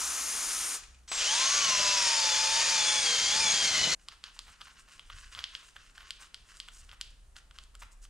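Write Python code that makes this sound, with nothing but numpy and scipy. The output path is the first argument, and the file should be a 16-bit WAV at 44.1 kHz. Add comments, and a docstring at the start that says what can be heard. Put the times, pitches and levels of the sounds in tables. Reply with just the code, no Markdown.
"""Cleaning an engine in a small wooden workshop

A spray can hisses onto an engine, then a cordless drill spins a round wire brush on the metal:
its motor hums, its gears whine, its speed controller whistles and the wire tips rasp.
The drill cuts off abruptly, and a gloved hand works at the engine case with sharp clicks,
short scrapes and wiping. A quiet, low rumble lies under it all."""
import sys
import numpy as np
from scipy import signal
from scipy.fft import rfft, irfft, next_fast_len
from scipy.io import wavfile
from scipy.ndimage import map_coordinates

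SR = 44100
rng = np.random.default_rng(int(sys.argv[2]) if len(sys.argv) > 2 else 0)


def unload_wav(signal):
    """Save mono or channel-first audio to the path in sys.argv[1] as 16-bit WAV at rate SR, clipped to [-1, 1]."""
    wavfile.write(
        sys.argv[1],
        SR,
        np.round(np.clip(np.atleast_2d(signal).T, -1, 1) * 32767).astype(np.int16),
    )


N = 356769
T = np.arange(N) / SR
TRIGGER_S, BITE_S, STOP_S = 1.076, 1.116, 3.951  # drill starts, brush bites, both cut off
CRUISE_HZ = 955  # the motor's pitch at working speed
LEFT_RIGHT = np.array([[1], [-1]])  # adds on the left, subtracts on the right


def gain(db):
    """Turn decibels into a number to multiply by."""
    return 10 ** (np.asarray(db) / 20)


def normalise(x):
    """Scale a signal to an average strength (rms) of 1."""
    return x / np.sqrt(np.mean(x ** 2))


def curve(table):
    """Join (time, value) points with straight lines, giving a value for every sample."""
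    return np.interp(T, *np.transpose(table))


def between(start, end):
    """Switch on at start and off at end, with 4 ms fades."""
    return np.clip((T - start) / .004, 0, 1) * np.clip((end - T) / .004, 0, 1)


def swell(centre, length):
    """A smooth, bell-shaped rise and fall."""
    return np.exp(-2 * ((T - centre) / length) ** 2)


def strokes(rows):
    """A loudness curve in which each (start, length, level) row rises, holds and dies away."""
    attack_s, release_s = 0.015, 0.0097
    return sum(gain(db) * np.clip((T - start) / attack_s, 0, 1)
               * np.exp(-np.maximum(T - start - length, 0) / release_s) for start, length, db in rows)


def colour(x, points):
    """Shape the tone of x with (frequency, level) points, fading out beyond both ends; rms 1."""
    hz, db = np.transpose(points)
    size = next_fast_len(N)
    f = np.maximum(np.arange(size // 2 + 1) * SR / size, 1)
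    shape = gain(np.interp(np.log(f), np.log(hz), db))
    ends = np.minimum(f / hz[0], 1) ** 2 * np.minimum(hz[-1] / f, 1) ** 2
    return normalise(irfft(rfft(x, size) * shape * ends, size)[:N])


def noise(points):
    """Steady noise with the given tone colour."""
    return colour(rng.standard_normal(N), points)


def wander(rate):
    """A random drift of size about 1 that heads for a new value rate times a second."""
    steps = rng.standard_normal(N // 20)
    return normalise(np.interp(T * rate, np.arange(len(steps)), steps))


def grains(per_s, spread_db):
    """Tiny hits at random moments, a few much bigger than the rest."""
    sizes = gain(spread_db * np.minimum(rng.exponential(size=N), 5))
    return (rng.random(N) < per_s / SR) * sizes * rng.standard_normal(N)


def angle(hz):
    """The angle reached by something that turns hz times a second."""
    return 2 * np.pi * np.cumsum(hz) / SR


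def filtered(x, order, hz, kind):
    """Keep the "low", "high" or "band" part of a sound; a higher order cuts more steeply."""
    return signal.sosfilt(signal.butter(order, hz, kind, fs=SR, output="sos"), x)


# Tone colours of the room's hush, rumble and drone: (frequency [Hz], level [dB])
HUSH_COLOUR = [(20, -22), (33, -8.5), (60, -14.5), (90, -12), (150, -10.5), (300, -17), (700, -19),
               (1500, -20.5), (4000, -29), (9000, -23.5), (15000, -45.5)]
ROOM_RUMBLE_COLOUR = [(18, 3), (26, -1.5), (34, 11.5), (46, -1), (70, -11.5), (110, -18.5), (180, -34.5)]
DRONE_COLOUR = [(52, -36.5), (58, -1.5), (62, 5), (68, -17.5), (120, -27.5)]
# How the rumble rises and falls: (time [s], relative level [dB])
ROOM_RUMBLE_LEVEL = [(0, -71.5), (1.2, -66.5), (3.2, -65.5), (3.8, -67.5), (4.8, -63.5), (5.2, -53.5),
                     (5.55, -64.5), (6.95, -59.5), (7.15, -59), (8.09, -54.5)]
def background():
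    """The room's quiet hush, with a low rumble and a drone that both waver."""
    hush, hush_side = noise(HUSH_COLOUR), noise(HUSH_COLOUR)
    swell_db, throb_db = 2.8 * wander(9), 2.8 * wander(9)
    rumble = noise(ROOM_RUMBLE_COLOUR) * gain(curve(ROOM_RUMBLE_LEVEL) + 1.5 + swell_db)
    drone = noise(DRONE_COLOUR) * gain(np.where(T < STOP_S, -64.5, -70.5) + throb_db)
    return rumble + drone + gain(-70.5) * hush + gain(-74.5) * hush_side * LEFT_RIGHT


# Tone colour of the spray's hiss: (frequency [Hz], level [dB])
SPRAY_COLOUR = [(120, -32.5), (250, -11.5), (420, -15), (750, -11), (1250, -3), (1900, -5.5), (2500, -3.5),
                (3100, -6.5), (4400, -4.5), (6200, 1), (7400, 0), (8000, -5), (9300, -7), (10600, -10),
                (12000, -16), (14200, -16), (15500, -38)]
# Where the jet rings on the metal:
# (frequency [Hz], width [Hz], relative level at first [dB], relative level at last [dB])
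SPRAY_PEAKS = [(1240, 410, -11.5, -29), (5700, 790, -10.5, -16.5), (6240, 140, -8, -15.5),
               (7050, 1000, -7, -8.5), (8900, 600, -9.5, -5.5), (9540, 370, -10, -10.5),
               (12000, 510, -17.5, -14)]
# Loudness of the spray: (time [s], level [dB])
SPRAY_LEVEL = [(0.0, -31.5), (0.164, -33.5), (0.592, -32), (0.726, -34), (0.74, -33.5)]
def spray():
    """The jet sputters until the valve shuts; its ringing drifts as the can sweeps over the metal."""
    shut_s, fall_db_per_s = 0.75, 400
    hiss = colour(grains(24000, 0.64), SPRAY_COLOUR) * gain(-3 + .5 * wander(37.6))
    for hz, width, first_db, last_db in SPRAY_PEAKS:
        band = noise([(hz - 2 * width, -35), (hz - width / 2, -3), (hz, 0),
                      (hz + width / 2, -3), (hz + 2 * width, -35)])
        position = np.cumsum(1 + .032 * wander(4))  # reading at an uneven speed bends the pitch
        band = map_coordinates(band, [position], mode="mirror")
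        sweep_db = np.interp(T, [0, shut_s], [first_db, last_db])
        hiss += band * gain(sweep_db - 2.5 + 1.5 * wander(9))
    fall_db = fall_db_per_s * np.clip(T - shut_s, 0, 1)
    return hiss * gain(curve(SPRAY_LEVEL) - 0.06 - fall_db)


# Bumps on the bench: (start [s], length [s], level [dB])
BENCH_BUMPS = [(.76, 0.2, -63), (4.16, 0.051, -68), (4.45, .06, -62.5), (5.12, .05, -58),
               (5.24, 0.037, -65), (5.35, .06, -56), (6.38, .05, -62.5), (6.8, 0.141, -67.5),
               (7.82, .04, -57)]
# Their deep tone colour: (frequency [Hz], level [dB])
BENCH_COLOUR = [(55, 6), (85, 5), (130, -10), (220, -19)]
def bumps():
    """Handling things on the bench makes dull bumps."""
    return noise(BENCH_COLOUR) * strokes(BENCH_BUMPS)


# Small dribbling ticks: (time [s], level [dB])
DRIBBLE_TICKS = [(.835, -45), (.945, -56), (.988, -68), (1.034, -72), (1.077, -57), (1.089, -46)]
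def ticks():
    """Faint ticks as the last of the spray dribbles from the can."""
    taps = sum(gain(db) * (T > s) * np.exp(-np.abs(T - s) / 0.0067) for s, db in DRIBBLE_TICKS)
    return taps * noise([(900, -15), (2500, 5.5), (5000, -3), (8000, -0.5), (12000, -29)])


def wavering_tone(hz, waver_hz, flutter_db):
    """One tone that wavers in pitch and flutters in loudness; rms 1."""
    tone = np.sin(angle(hz + waver_hz * wander(2 * waver_hz)))
    return normalise(tone * gain(flutter_db * wander(34.85)))


# How the drill's body boosts or weakens each pitch: (frequency [Hz], level change [dB])
DRILL_BODY = [(480, -5.5), (610, 1.5), (740, -11.5), (810, -10.5), (850, 0.5), (895, 1.5), (940, 1.5),
              (990, 0), (1060, 2), (1120, -1), (1500, 10.5), (1980, 2.5), (2200, 4), (2950, 7), (3100, -2),
              (3210, 6.5), (3320, 2), (3415, 5.5), (3490, -1), (3570, -4.5), (3800, -9.5), (4150, -4),
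              (4550, -4), (4800, -2), (5400, -8.5), (6600, -0.5)]
def shaft_tones(motor_hz, table, flutter_db):
    """Tones that follow the motor, shaped by the drill's body; loose gear teeth make them waver."""
    out = 0
    for multiple, db, waver_hz in table:
        hz = multiple * motor_hz
        body_db = np.interp(hz, *np.transpose(DRILL_BODY))
        out += gain(db + body_db) * wavering_tone(hz, waver_hz, flutter_db)
    return out


# Tones of the motor: (multiple of motor pitch, relative level [dB], waver [Hz])
HUM_TONES = [(1, 2.6, 5), (.605, -11, 6), (1.25, -12, 20), (2, -10.5, 25)]
def motor(motor_hz):
    """The brushless motor hums, growing louder as it gets up to working speed."""
    spin_up = np.minimum(motor_hz / CRUISE_HZ, 1) ** 3
    return gain(-43.5) * shaft_tones(motor_hz, HUM_TONES, flutter_db=1.3) * spin_up


# Tones of free-running gears, of gears pushed sideways, and of the bearings:
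# (multiple of motor pitch, relative level [dB], waver [Hz])
WHINE_TONES = [(4, 1, 12), (5, -2, 55), (7.882, -3.5, 45)]
GROWL_TONES = [(2.667, -1.5, 16), (2.78, -3.5, 30), (5.42, 3, 55), (5.75, 1, 75)]
BEARING_TONES = [(5.05, -14, 70.2), (5.75, -12, 89.65), (7.599, -18.5, 92.5)]
# Brief squeals as the brush catches:
# (centre [s], length [s], multiple of motor pitch, waver [Hz], level [dB])
CATCH_SQUEALS = [(1.21, .04, 5.4, 120, -38), (1.285, .08, 3.8, 70, -35.5), (1.3, .12, 7.1, 130, -38),
                 (1.43, .1, 4, 50, -41), (1.54, .24, 5.65, 120, -36.5), (1.65, 0.074, 4, 35, -37.5),
                 (1.67, 0.065, 2.667, 25, -35), (1.86, .18, .605, 6, -46), (1.987, 0.1, 2.667, 16.7, -40),
                 (2.026, .15, 5.75, 80, -36), (2.2, .2, 5.42, 70, -39), (3.11, .08, 5.42, 40, -37),
                 (3.11, .1, .605, 6, -48), (3.43, .08, 2.667, 18, -38.5), (3.504, .07, 4, 14, -38),
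                 (3.507, .06, 7.85, 70, -33), (3.694, 0.07, 5.42, 25, -35), (3.82, .13, 5.54, 26, -38),
                 (3.87, .09, 4, 14, -37), (3.86, .09, 2.667, 16, -39.5)]
def gears(motor_hz, pressure_db, load_db):
    """Gears whine and bearings squeal; pressing on the brush turns the whine into a growl."""
    flutter_db = 1.7 + .1 * load_db
    whine = gain(-38.5 - 0.14 * load_db + wander(12)) * shaft_tones(motor_hz, WHINE_TONES, flutter_db)
    growl = gain(-48 + 0.36 * pressure_db) * shaft_tones(motor_hz, GROWL_TONES, flutter_db)
    bearings = gain(-23.5) * shaft_tones(motor_hz, BEARING_TONES, flutter_db=3.4)
    squeals = sum(gain(db) * swell(s, length) * wavering_tone(multiple * motor_hz, waver_hz, 1.7)
                  for s, length, multiple, waver_hz, db in CATCH_SQUEALS)
    spin_up = np.clip((T - TRIGGER_S) / 0.33, 0, 1) ** 2
    inside = (whine + growl + bearings) * spin_up + squeals
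    return filtered(inside, 10, 6900, "low")  # the plastic housing holds back the highest tones


PULSES_PER_TURN = 30  # motor pulses for one turn of the brush
def chatter(motor_hz, load_db):
    """Pressed hard, the brush bounces about once a turn and shakes the gears' loudness."""
    bounce = np.sin(angle(motor_hz / PULSES_PER_TURN * (1 + .2 * wander(20)))) + .5 * wander(140)
    depth = .045 * load_db
    return (1 + depth * bounce) / np.sqrt(1 + depth ** 2)


# Loudness of the whistle's upper tone: (time [s], level [dB])
UPPER_WHISTLE_LEVEL = [(1.1, -43), (1.25, -47), (1.31, -41), (1.55, -43), (1.7, -54), (1.96, -54),
                       (2.02, -40), (2.33, -46), (2.55, -41), (2.7, -42), (2.78, -48), (2.86, -39.5),
                       (3.06, -38), (3.14, -44), (3.3, -46), (3.42, -40), (3.66, -43), (3.76, -52)]
def whistle(motor_hz, load_db):
    """The controller's rapid switching makes a pair of tones that move apart as the motor speeds up."""
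    switching_hz, rise_s = 7908, 0.06
    switching, spin = 2 * np.pi * switching_hz * T, angle(motor_hz)
    upper_db = curve(UPPER_WHISTLE_LEVEL) + 1.2 * wander(25)
    fade_db = 2 * np.maximum(motor_hz - CRUISE_HZ, 0) + 0.53 * load_db
    lower_db = -39 - fade_db + 2.5 * wander(14)
    pair = gain(upper_db) * np.sin(switching + spin) + gain(lower_db) * np.sin(switching - spin)
    centre = gain(-61) * np.sin(switching)
    near_octave = gain(-79.5) * np.sin(2 * switching - 2 / 3 * spin)
    return (pair + centre + near_octave) * np.clip((T - TRIGGER_S) / rise_s, 0, 1)


# The drill's speed, heard as pitch: (time [s], motor pitch [Hz])
MOTOR_PITCH = [(1.085, 20), (1.18, 500), (1.27, 780), (1.42, 1050), (1.5, 1125), (1.58, 1158), (1.65, 1112),
               (1.75, 1005), (1.92, 986), (2.12, 911), (2.32, 872), (2.58, 906), (2.72, 905), (2.83, 857),
               (2.98, 852), (3.1, 806), (3.2, 783), (3.27, 796), (3.35, 872), (3.42, 900), (3.5, 832),
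               (3.6, 809), (3.78, 745), (3.87, 737), (3.95, 748)]
# How hard the brush is pressed on the metal: (time [s], pressure [dB])
BRUSH_PRESSURE = [(1.12, -11), (1.37, -6), (1.58, -2.5), (1.7, 2.5), (2.0, -2), (2.45, -7), (2.75, -0.5),
                  (3.3, 1), (3.43, 6), (3.6, 3.5), (3.8, 10.5)]
def drill():
    """Hum, gears and whistle all follow the motor's speed, which wobbles more under load."""
    pressure_db = curve(BRUSH_PRESSURE)
    load_db = np.maximum(pressure_db, 0)
    motor_hz = curve(MOTOR_PITCH) * (1 + (.0025 + .0001 * load_db) * wander(25))
    hum = motor(motor_hz)
    gearbox = gears(motor_hz, pressure_db, load_db) * chatter(motor_hz, load_db)
    return (hum + gearbox + whistle(motor_hz, load_db)) * between(TRIGGER_S, STOP_S)


# Tone colours of the wires' bright rasp and low rumble: (frequency [Hz], level [dB])
WIRE_RASP_COLOUR = [(180, -46.5), (300, -17.5), (439, -15.5), (600, -7.5), (781, -10.5), (892, -6.5),
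                    (1260, -4.5), (3340, 0.5), (3810, -1), (4280, 0), (6460, 3.5), (8280, -9),
                    (8990, -10.5), (9450, -14.5), (15500, -40)]
WIRE_RUMBLE_COLOUR = [(55, -3), (85, -0.5), (125, -4), (190, 1), (300, -7), (440, -5.5), (650, -3.5)]
def brush():
    """Thousands of wire tips flick the metal; speed raises the rasp, pressure raises the rumble."""
    motor_hz = curve(MOTOR_PITCH)
    uneven_db = 0.17 * np.sin(angle(motor_hz / PULSES_PER_TURN)) + 0.76 * wander(60)
    speed_gain = np.clip(motor_hz / CRUISE_HZ, .2, 1.05) ** 0.6
    rasp = colour(grains(16000, 1.1), WIRE_RASP_COLOUR) * gain(-28.5 + uneven_db) * speed_gain
    rumble = colour(grains(1500, 2.7), WIRE_RUMBLE_COLOUR) * gain(-55.5 + curve(BRUSH_PRESSURE))
    # the wires only graze at first, then the gears take up their slack with a clack
    grip = gain(-12) * between(TRIGGER_S, BITE_S) + between(BITE_S, STOP_S)
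    clack = gain(-31) * noise([(200, -10), (900, 4.5), (3500, 6), (8000, -6), (15000, -29)])
    clack *= np.exp(-np.abs(T - BITE_S) / 0.014) * (T > BITE_S)
    return (rasp + rumble) * grip + clack


# Wiping strokes: (start [s], length [s], relative rub level [dB], relative swish level [dB])
WIPES = [(4.107, 0.018, -53, -74), (4.232, 0.048, -53.5, -67), (4.338, 0.076, -57.5, -70),
         (4.463, 0.13, -62, -74), (4.57, 0.15, -61.5, -67), (4.766, 0.031, -58, -61),
         (4.881, 0.074, -57.5, -63), (5.11, 0.17, -56.5, -62.5), (5.312, 0.12, -52.5, -63),
         (5.485, 0.24, -63, -67.5), (5.777, 0.13, -60, -68), (5.944, 0.15, -58, -72),
         (6.19, 0.062, -52, -57), (6.442, 0.16, -64.5, -67.5), (6.716, 0.1, -80, -62.5),
         (7.03, 0.076, -69, -67), (7.349, 0.034, -50.5, -60), (7.534, 0.1, -61.5, -62.5),
         (7.789, 0.068, -69, -59.5), (7.901, 0.023, -82, -57), (8.013, 0.036, -65, -58.5)]
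# Short, gritty scrapes: (centre [s], length [s], relative level [dB])
GLOVE_SCRAPES = [(4.13, .015, -53), (4.288, .018, -53), (4.888, 0.016, -52), (5.632, 0.014, -56),
                 (4.483, 0.029, -48.5), (4.686, 0.025, -49.5), (5.388, 0.032, -43), (6.02, 0.027, -52.5),
                 (6.222, 0.04, -50), (6.932, 0.016, -47), (7.37, .014, -64.5), (7.833, 0.016, -47.5)]
# Tone colours of the rub, the fabric's swish and the scrapes: (frequency [Hz], level [dB])
GLOVE_RUB_COLOUR = [(300, -12), (880, -20), (1080, 9), (1200, 3.5), (1320, 6), (1470, 10), (1750, 6.5),
                    (2350, 2), (2900, 9.5), (3250, 1), (3600, 0.5), (4800, 2), (7000, -3), (12000, -65)]
FABRIC_COLOUR = [(2000, -35), (3500, -8), (6000, 2.5), (8000, 4.5), (9800, -1.5), (11000, -12),
                 (15000, -21)]
GLOVE_SCRAPE_COLOUR = [(350, -13), (700, -3.5), (1200, 7.5), (1700, 3), (3000, 1), (5000, -7),
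                       (10000, -15.5)]
# Moments when the glove lifts between strokes: (time [s])
GLOVE_LIFTS = [4.2, 4.57, 4.85, 5.73, 5.93, 6.32]
def glove():
    """The glove rubs the case, its fabric swishes, and it scrapes as it sticks and slips."""
    grains_per_s, grit_db, ease_off_s = 2600, 2, 6.95
    # the resting glove still rubs lightly, until the hand eases off
    resting = gain(-22 * (T > ease_off_s) + 0.46 * wander(18))
    rubbing = strokes((s, length, db) for s, length, db, _ in WIPES) + gain(-65.5) * resting
    swishing = strokes((s, length, db) for s, length, _, db in WIPES) + gain(-68.5) * resting
    rubbing *= gain(-3.5 + 5 * np.tanh(wander(51)))  # the grip keeps changing
    swishing *= gain(-4 + 5.5 * np.tanh(wander(45)))
    rub = colour(grains(grains_per_s, grit_db), GLOVE_RUB_COLOUR) * rubbing
    swish = colour(grains(2 * grains_per_s, grit_db), FABRIC_COLOUR) * swishing
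    # a brief, scratchy fuzz surrounds each click
    click_fuzz = [(s, 0.012, knock_db - 27) for s, _, knock_db, *_ in CASE_CLICKS]
    bursts = sum(gain(db - 5.5) * swell(s, length) for s, length, db in GLOVE_SCRAPES + click_fuzz)
    scrapes = colour(grains(grains_per_s, grit_db), GLOVE_SCRAPE_COLOUR) * bursts
    lifted = sum(np.exp(-((T - s) / .025) ** 2) for s in GLOVE_LIFTS)
    fade_in = np.clip((T - STOP_S) / 0.051, 0, 1) ** 2
    return (rub + swish + scrapes) * gain(-10 * lifted) * fade_in


def strike(notes, blur):
    """One sharp hit starts all (frequency, ring time, level) notes at once; blur smears their pitch."""
    size, power = 2048, 1e-12
    f = np.maximum(np.fft.rfftfreq(size, 1 / SR), 1)
    for hz, ring_s, db in notes:
        half_width = blur * np.log(1000) / (2 * np.pi * ring_s)
        peak = 1 / (1 + ((f - hz) / half_width) ** 2)
        peak /= 1 + (np.log(f / hz) / .27) ** 4  # a small part gives off little far from its note
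        power += gain(db) ** 2 * peak / peak.mean()
    # turn the spectrum into a sound whose energy comes as early as possible (minimum phase)
    cepstrum = irfft(np.log(power) / 2)
    one_sided = np.r_[cepstrum[0], 2 * cepstrum[1:size // 2]]
    return irfft(np.exp(rfft(one_sided, size)))


# Clicks on the engine case, with the relative levels of their parts from low to high:
# (time [s], knock pitch [Hz], knock [dB], ring [dB], snap [dB], tick [dB])
CASE_CLICKS = [(4.0859, 1160, -24, -18, -17.5, -23), (4.24, 1250, -25.5, -16, -16.5, -25),
               (4.366, 1000, -33, -42, -46, -50), (4.3914, 1190, -25.5, -19, -16, -19),
               (4.6117, 1210, -26, -26, -30, -37), (4.6157, 1230, -21, -20, -27, -41),
               (4.995, 1160, -29, -19, -32, -34), (5.1008, 1230, -19, -20, -49, -44),
               (5.35, 1200, -25, -17, -25, -38), (5.391, 1220, -26, -14, -18, -31),
               (5.441, 1560, -24, -6, -11.5, -22), (5.5513, 1550, -23.5, -10.5, -16.5, -45),
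               (5.765, 1560, -19.5, -22.5, -44, -42), (5.98, 1570, -20.5, -26, -34, -37),
               (6.007, 1500, -27, -27, -35, -40), (6.107, 1540, -25, -11.5, -14, -18.5),
               (6.3445, 1490, -29, -17, -18.5, -25), (6.57, 1500, -43, -40, -35, -27),
               (6.6014, 1550, -32, -14, -16, -22), (6.686, 1450, -22, -20, -38, -30),
               (6.893, 1500, -32, -25, -38, -48), (6.915, 1500, -31, -26, -31, -44),
               (7.0125, 1560, -24, -11.5, -12, -13.5), (7.3656, 1510, -26.5, -27, -26, -33),
               (7.511, 1400, -31.5, -30, -38, -41), (7.587, 1290, -25.5, -20, -24, -32),
               (7.638, 1400, -44, -39, -37, -32), (7.7524, 1420, -29, -30.5, -32, -27),
               (7.825, 1090, -20.5, -33, -45, -35), (8.052, 1300, -36.5, -32, -39, -38)]
# Notes the case rings at: (frequency [Hz], time to fade by 60 dB [s], relative level [dB])
CASE_NOTES = [(2050, .005, -11), (2950, .007, -3), (3250, .007, -1.5), (3800, .003, -2.5),
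              (4400, .0035, -2), (4950, .005, -1.5), (7600, .004, -1), (9300, .003, -9)]
def clicks():
    """The struck spot knocks and the case rings; gives the sound sent ahead and that sent all round."""
    knock_ring_s, echo_s = 0.01, .0034
    out = np.zeros((2, N + SR))
    for s, knock_hz, knock_db, *part_db in CASE_CLICKS:
        notes = [(knock_hz, knock_ring_s, knock_db)]
        for hz, ring_s, db in CASE_NOTES:
            detune, damping = rng.standard_normal(2)  # the glove shifts and damps each note anew
            part = np.digitize(hz, [3500, 6000])  # ring, snap or tick
            notes.append((hz * (1 + .025 * detune), ring_s * gain(2 * damping), db + part_db[part]))
        click = np.array([strike(notes, blur=1), strike(notes, blur=3.5)])
        start = int(s * SR)
        out[:, start:start + click.shape[1]] += click
    bench_echo = gain(-13) * np.roll(out, int(echo_s * SR), axis=1)
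    return gain(-3.5) * (out + bench_echo)[:, :N]


def room(x, echo_db, pan_db, side_db, treble_db, smear_db, all_round=None):
    """Add the short echo of the wooden walls, whose panels soak up the bass."""
    middle_fade_s, treble_fade_s = 0.56, 0.2  # time to fade by 60 dB
    t = T[:SR * 3 // 5]
    centre, side = rng.standard_normal((2, len(t)))
    reflections = centre + gain(side_db) * side * LEFT_RIGHT
    middle = filtered(reflections, 2, [350, 5000], "band") * gain(-60 * t / middle_fade_s)
    treble = filtered(reflections, 2, 5000, "high") * gain(-60 * t / treble_fade_s)
    tail = (middle - gain(treble_db) * treble) * np.minimum(t / 0.0083, 1)
    tail *= gain(echo_db) / np.sqrt(np.sum(tail ** 2) / 2)
    # the very highest treble is slightly smeared and differs between left and right
    smear = filtered(rng.standard_normal((2, len(t))), 4, 10000, "high") * np.exp(-t / .008)
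    tail += gain(smear_db) * smear / np.sqrt(np.sum(smear ** 2) / 2)
    to_walls = x if all_round is None else all_round
    echo = signal.fftconvolve(to_walls[None], tail, axes=1)[:, :N]
    heard = (x + echo) / np.sqrt(1 + gain(echo_db) ** 2)
    return heard * gain(pan_db * LEFT_RIGHT / 2)


def scene():
    """Spraying, then brushing that cuts off along with its echo; the hand work follows."""
    tools = spray() + ticks() + drill() + brush()
    cleaning = room(tools, echo_db=-10.5, pan_db=1.55, side_db=-6, treble_db=-5, smear_db=-5)
    ahead, all_round = clicks()
    clicking = room(ahead, echo_db=-13, pan_db=-.2, side_db=-7, treble_db=-4.5, smear_db=-9,
                    all_round=all_round)
    hand = room(glove() + bumps(), echo_db=-11.5, pan_db=0, side_db=-4.5, treble_db=-11.5, smear_db=-16)
    return cleaning * between(-1, STOP_S) + clicking + hand + background()


# How far the left side runs ahead of the right, negative for late: (frequency [Hz], phase [radians])
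LEFT_LEAD = [(0, -0.24), (2840, -0.74), (9910, -0.094), (12200, -1.06), (14000, -0.5), (15300, -0.016)]
def record(dry):
    """The left side hears slightly late, and the highest treble is cut steeply."""
    top_hz = 15600
    size = next_fast_len(N + SR // 10)
    lead = np.interp(np.arange(size // 2 + 1) * SR / size, *np.transpose(LEFT_LEAD))
    stereo = irfft(rfft(dry, size) * np.exp(.5j * lead * LEFT_RIGHT), size)[:, :N]
    return signal.sosfilt(signal.ellip(10, .1, 70, top_hz, fs=SR, output="sos"), stereo)


dry = scene()
out = record(dry)
unload_wav(out)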